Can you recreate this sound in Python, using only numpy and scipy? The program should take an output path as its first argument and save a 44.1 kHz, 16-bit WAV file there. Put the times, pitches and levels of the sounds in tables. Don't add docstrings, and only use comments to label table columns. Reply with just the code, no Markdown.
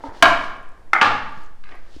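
import sys
import numpy as np
from scipy import signal
from scipy.fft import rfft, irfft, next_fast_len
from scipy.io import wavfile

SR = 44100
rng = np.random.default_rng(int(sys.argv[2]) if len(sys.argv) > 2 else 0)


def ratio(d):
    e = np.asarray(d, float) / 20
    return 10 ** e


def file_out(sig):
    cols = np.atleast_2d(sig).T
    lim = np.clip(cols, -1, 1)
    pcm = np.round(lim * 32767).astype(np.int16)
    wavfile.write(sys.argv[1], SR, pcm)


N = 88200


def unit(x):
    return x / np.sqrt(np.mean(x ** 2) + 1e-20)


def along(points, hz):
    f, v = np.transpose(points)
    return np.interp(np.log(hz + 1), np.log(f + 1), v)


def curve(rows):
    return np.interp(np.arange(N) / SR, *np.transpose(rows))


def coloured(x, spectrum):
    m = next_fast_len(len(x) + 8192)
    gain = ratio(along(spectrum, np.fft.rfftfreq(m, 1 / SR)))
    return unit(irfft(rfft(x, m) * gain, m)[:len(x)])


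def add(out, s, x):
    part = out[round(s * SR):][:len(x)]
    part += x[:len(part)]


def ring(hz, t60, t, rise):
    return np.sin(2 * np.pi * hz * t) * ratio(-60 * t / t60) * (1 - np.exp(-t / rise))


def grains(spectrum, spiky_db):
    strength_db = spiky_db * np.minimum(rng.exponential(size=N), 5)
    return coloured(rng.standard_normal(N) * ratio(strength_db), spectrum)


def air():
    # frequency in Hz, density in dB per Hz.
    hush_colour = [(12, -23.5), (22, 8), (35, -9.5), (86, -14.5), (450, -29), (1650, -37.5), (9950, -50),
                   (15500, -60.5), (16800, -120)]
    # time in seconds, level of the sway in dB.
    sway_level = [(0, -38), (.4, -26.5), (.8, -38), (1.1, -29.5), (1.38, -22.5), (1.7, -30), (1.93, -28.5),
                  (2, -27)]
    # frequency in Hz, gain in dB.
    sway_colour = [(.5, -36.5), (2, 4), (4, -8.5), (9, -5), (18, -48.5), (40, -33.5), (100, -120)]
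    hush = ratio(-48.5) * coloured(rng.standard_normal(N), hush_colour)
    sway = ratio(curve(sway_level)) * coloured(rng.standard_normal(N), sway_colour)
    return hush + sway


def shirt_rustle():
    # time in seconds, level in dB.
    rustle_level = [(0, -66.5), (.06, -53), (.12, -64), (.17, -52), (.3, -65), (.44, -48.5), (.6, -67.5),
                    (.9, -82), (1.25, -66), (1.41, -59), (1.56, -78), (1.7, -65), (1.83, -69.5),
                    (1.96, -55.5), (2, -59.5)]
    # frequency in Hz, density in dB per Hz.
    cloth_colour = [(1400, -31.5), (2300, -6.5), (3100, 0.5), (3600, -2), (4700, -2), (9300, -18),
                    (16000, -36.5)]
    return ratio(curve(rustle_level)) * grains(cloth_colour, spiky_db=2.5)


def shirt_ticks():
    # start in seconds, level in dB, pitch in Hz.
    ticks = [(.1345, -50, 5000), (.569, -52, 9000), (.630, -51, 10000), (.691, -48, 9000),
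             (.720, -53, 7000), (1.294, -50, 8500), (1.323, -49, 10000), (1.354, -53, 11000),
             (1.378, -45, 5000), (1.387, -50, 11000), (1.394, -53, 12000), (1.404, -52, 11000),
             (1.423, -50, 6500), (1.435, -47, 9000), (1.4385, -49, 6500), (1.448, -49, 7000),
             (1.463, -47, 6500), (1.6853, -51, 5000), (1.7115, -51, 5000), (1.7537, -47, 10000),
             (1.9428, -52, 3200), (1.9652, -46, 4000)]
    decay_cycles, gain_db = 1.4, 7
    out, t = np.zeros(N), np.arange(SR // 4) / SR
    for s, db, hz in ticks:
        t60 = decay_cycles / hz * np.log(1000)
        add(out, s, ratio(db + gain_db) * ring(hz, t60, t, .00005))
    return out


def footfalls():
    # start in seconds, level in dB, pitch in Hz, t60 in seconds.
    thumps = [
        (.085, -20, 66.5, 0.033),
        (0.269, -26.5, 30, 0.18),
        (1.073, -33, 73, 0.023),
        (1.374, -24, 148, 0.0186),
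        (1.964, -28.5, 300, 0.032),
        (1.957, -32, 60, 0.12),
    ]
    out, t = np.zeros(N), np.arange(SR // 4) / SR
    for s, db, hz, t60 in thumps:
        add(out, s, ratio(db) * ring(hz, t60, t, 0.3 / hz))
    return out


def rolling():
    # time in seconds, level in dB.
    roll_level = [(0, -49.5), (.1, -43.5), (.2, -48.5), (.6, -53), (.9, -57), (1.5, -56), (1.62, -82),
                  (1.69, -55.5), (1.74, -47), (1.82, -60), (1.9, -55.5), (2, -57.5)]
    # frequency in Hz, density in dB per Hz.
    rail_colour = [(120, -25.5), (200, -10.5), (224, -13.5), (343, 3.5), (394, 0.5), (878, -2.5),
                   (1220, -7), (1860, -7), (4000, -51.5), (5200, -83), (8800, -120)]
    return ratio(curve(roll_level)) * grains(rail_colour, spiky_db=6.5)


def room(x):
    # frequency in Hz, t60 in seconds.
    room_decay = [(100, 1.3), (300, 0.6), (1000, 0.74), (3000, 0.62), (8000, 0.5), (15000, 0.26)]
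    first_wall_s, build_s = 0.0068, 0.0065
    hz, t, z = signal.stft(rng.standard_normal(SR), SR, nperseg=256)
    decay = ratio(-60 * t / along(room_decay, hz)[:, None])
    tail = signal.istft(z * decay, SR, nperseg=256)[1]
    tail = tail * (1 - np.exp(-np.arange(len(tail)) / SR / build_s))
    delayed = np.pad(x, (round(first_wall_s * SR), 0))
    return signal.fftconvolve(delayed, tail / np.linalg.norm(tail))


def frame_modes(modes, level_db, softer_db_per_khz, rise_s, t):
    far_db_per_khz = -2
    low_rise_cycles = 2.2
    body, far = np.zeros(len(t)), np.zeros(len(t))
    for hz, db, t60 in modes:
        mode_db = level_db + db + softer_db_per_khz * hz / 1000
        mode = ratio(mode_db) * ring(hz, t60, t, max(rise_s, low_rise_cycles / hz))
        body += mode
        far += ratio(far_db_per_khz * (hz / 1000 - 1.5)) * mode
    return body, far


def knocks():
    # start in seconds, ring in dB, crack in dB, room in dB, crack tilt in dB per kHz.
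    blows = [
        (0.037, -14, -63, 1.5, -1.),
        (0.2241, 0, -5.5, 2, 1.66),
        (.9320, -3, -18.5, 2.5, 1.46),
        (1.0130, -8.5, -9.5, 4.5, 0.06),
        (1.638, -37, -45, 5, 0),
        (1.720, -34, -39.5, -1.5, -5),
    ]
    # frequency in Hz, level in dB, t60 in seconds.
    lip = [(284.5, -14, 0.31), (559, -6.5, .03), (919, -4, 0.028), (900, -15, 0.15), (1230, -10, 0.017),
           (2070, -19.5, .015)]
    first_drop = [(99.6, -32.5, 0.57), (299.8, -8.5, 0.083), (683, -10, 0.46), (709, -5, .05),
                  (1082, 1, 0.061), (1172, 1, 0.055), (1401, 4, 0.03), (1600, 2, 0.042), (2312, 1, .022),
                  (3004, -3, .025), (3850, -8.5, 0.018), (4530, -16.5, 0.043), (7740, -27.5, .015)]
    end_stop = [(330, -20, 0.071), (842, 0, .025), (1342, 11.5, 0.014), (1788, -7.5, 0.056),
                (2095, 1.5, 0.028), (2860, -17.5, 0.017), (4030, -29, .012), (7000, -36, 0.012)]
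    second_drop = [(108, -32.5, 0.79), (295, 0, 0.017), (523, -7.5, 0.045), (872, 5.5, 0.032),
                   (1185, 8.5, 0.022), (1190, -24, 0.88), (1424, -1.5, 0.088), (1660, 9.5, 0.016),
                   (2305, -6, 0.036), (2593, -1.5, .03), (4240, -18, 0.019), (6150, -21.5, 0.032)]
    late_tap = [(1266, 2.5, 0.018), (1610, 13.5, 0.0084), (2050, 7, 0.012), (2460, -4.5, 0.022),
                (3970, -16.5, 0.064), (4500, -15, 0.022)]
    settle = [(347, -10.5, 0.033), (730, 0, 0.036), (1150, 0, 0.016), (1926, 3, 0.026), (2240, -1.5, 0.021)]
    struck_parts = [lip, first_drop, end_stop, second_drop, late_tap, settle]
    # delay in seconds, level in dB.
    rocking = [
        [],
        [(.0015, -6), (.0075, -3.5), (.0155, -6)],
        [],
        [(.0045, 0), (.0135, 3.5), (.023, -6)],
        [(.052, 2.5), (.075, 5)],
        [(.012, -8)],
    ]
    # frequency in Hz, density in dB per Hz.
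    crack_colour = [(60, -21.5), (300, -2), (1000, -5.5), (2600, 5), (5000, -9), (10000, -33),
                    (15000, -47.5), (16700, -65), (17500, -120)]
    # echo delay in seconds, level in dB.
    walls = [
        (.0185, -8.5),
        (0.03, -7.5),
        (.052, -16),
    ]
    rise_s, crack_t60_s, puff_db = 0.00053, 0.04, 7.5
    scatter_t60_s = .035
    first_contact = (0.00026, 0.006)

    out, t = np.zeros(N), np.arange(SR // 2) / SR
    crack_envelope = ratio(-60 * t / crack_t60_s) * (1 - np.exp(-t / rise_s))
    impulse = 1. * (np.arange(len(t)) == 200)
    for (s, ring_db, crack_db, room_db, tilt_db), modes, rocks in zip(blows, struck_parts, rocking):
        colour = [(hz, db + tilt_db * hz / 1000) for hz, db in crack_colour]
        for k, (delay, loss_db) in enumerate([first_contact] + rocks):
            softer_db = -3 * k
            start = s + delay
            body, far = frame_modes(modes, ring_db + loss_db, softer_db, rise_s, t)
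            crack = coloured(rng.standard_normal(len(t)), colour) * crack_envelope
            add(out, start, body + ratio(crack_db + loss_db + softer_db) * crack)

            puff = coloured(impulse, colour) / np.sqrt(len(t))
            scattered = far * ratio(-60 * t / scatter_t60_s)
            sent = scattered + ratio(crack_db + loss_db + puff_db) * puff
            add(out, start, ratio(room_db) * room(sent))
            for echo_s, echo_db in walls:
                add(out, start + echo_s, ratio(echo_db) * body)
    return out


def scene():
    man = shirt_rustle() + shirt_ticks() + footfalls()
    return (air() + man + rolling() + knocks())[None]


def band_limit(x):
    return signal.sosfilt(signal.butter(12, 16710, fs=SR, output="sos"), x)


def record(dry):
    clip_top, clip_hard, top_hz = .97, 8, 16600
    x = dry / (1 + np.abs(dry / clip_top) ** clip_hard) ** (1 / clip_hard)
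    x = np.concatenate([x, x[:, ::-1]], axis=1)
    passband = np.fft.rfftfreq(2 * N, 1 / SR) < top_hz
    x = irfft(rfft(x) * passband, 2 * N)[:, :N]
    return band_limit(x)


dry = scene()
out = record(dry)
file_out(out)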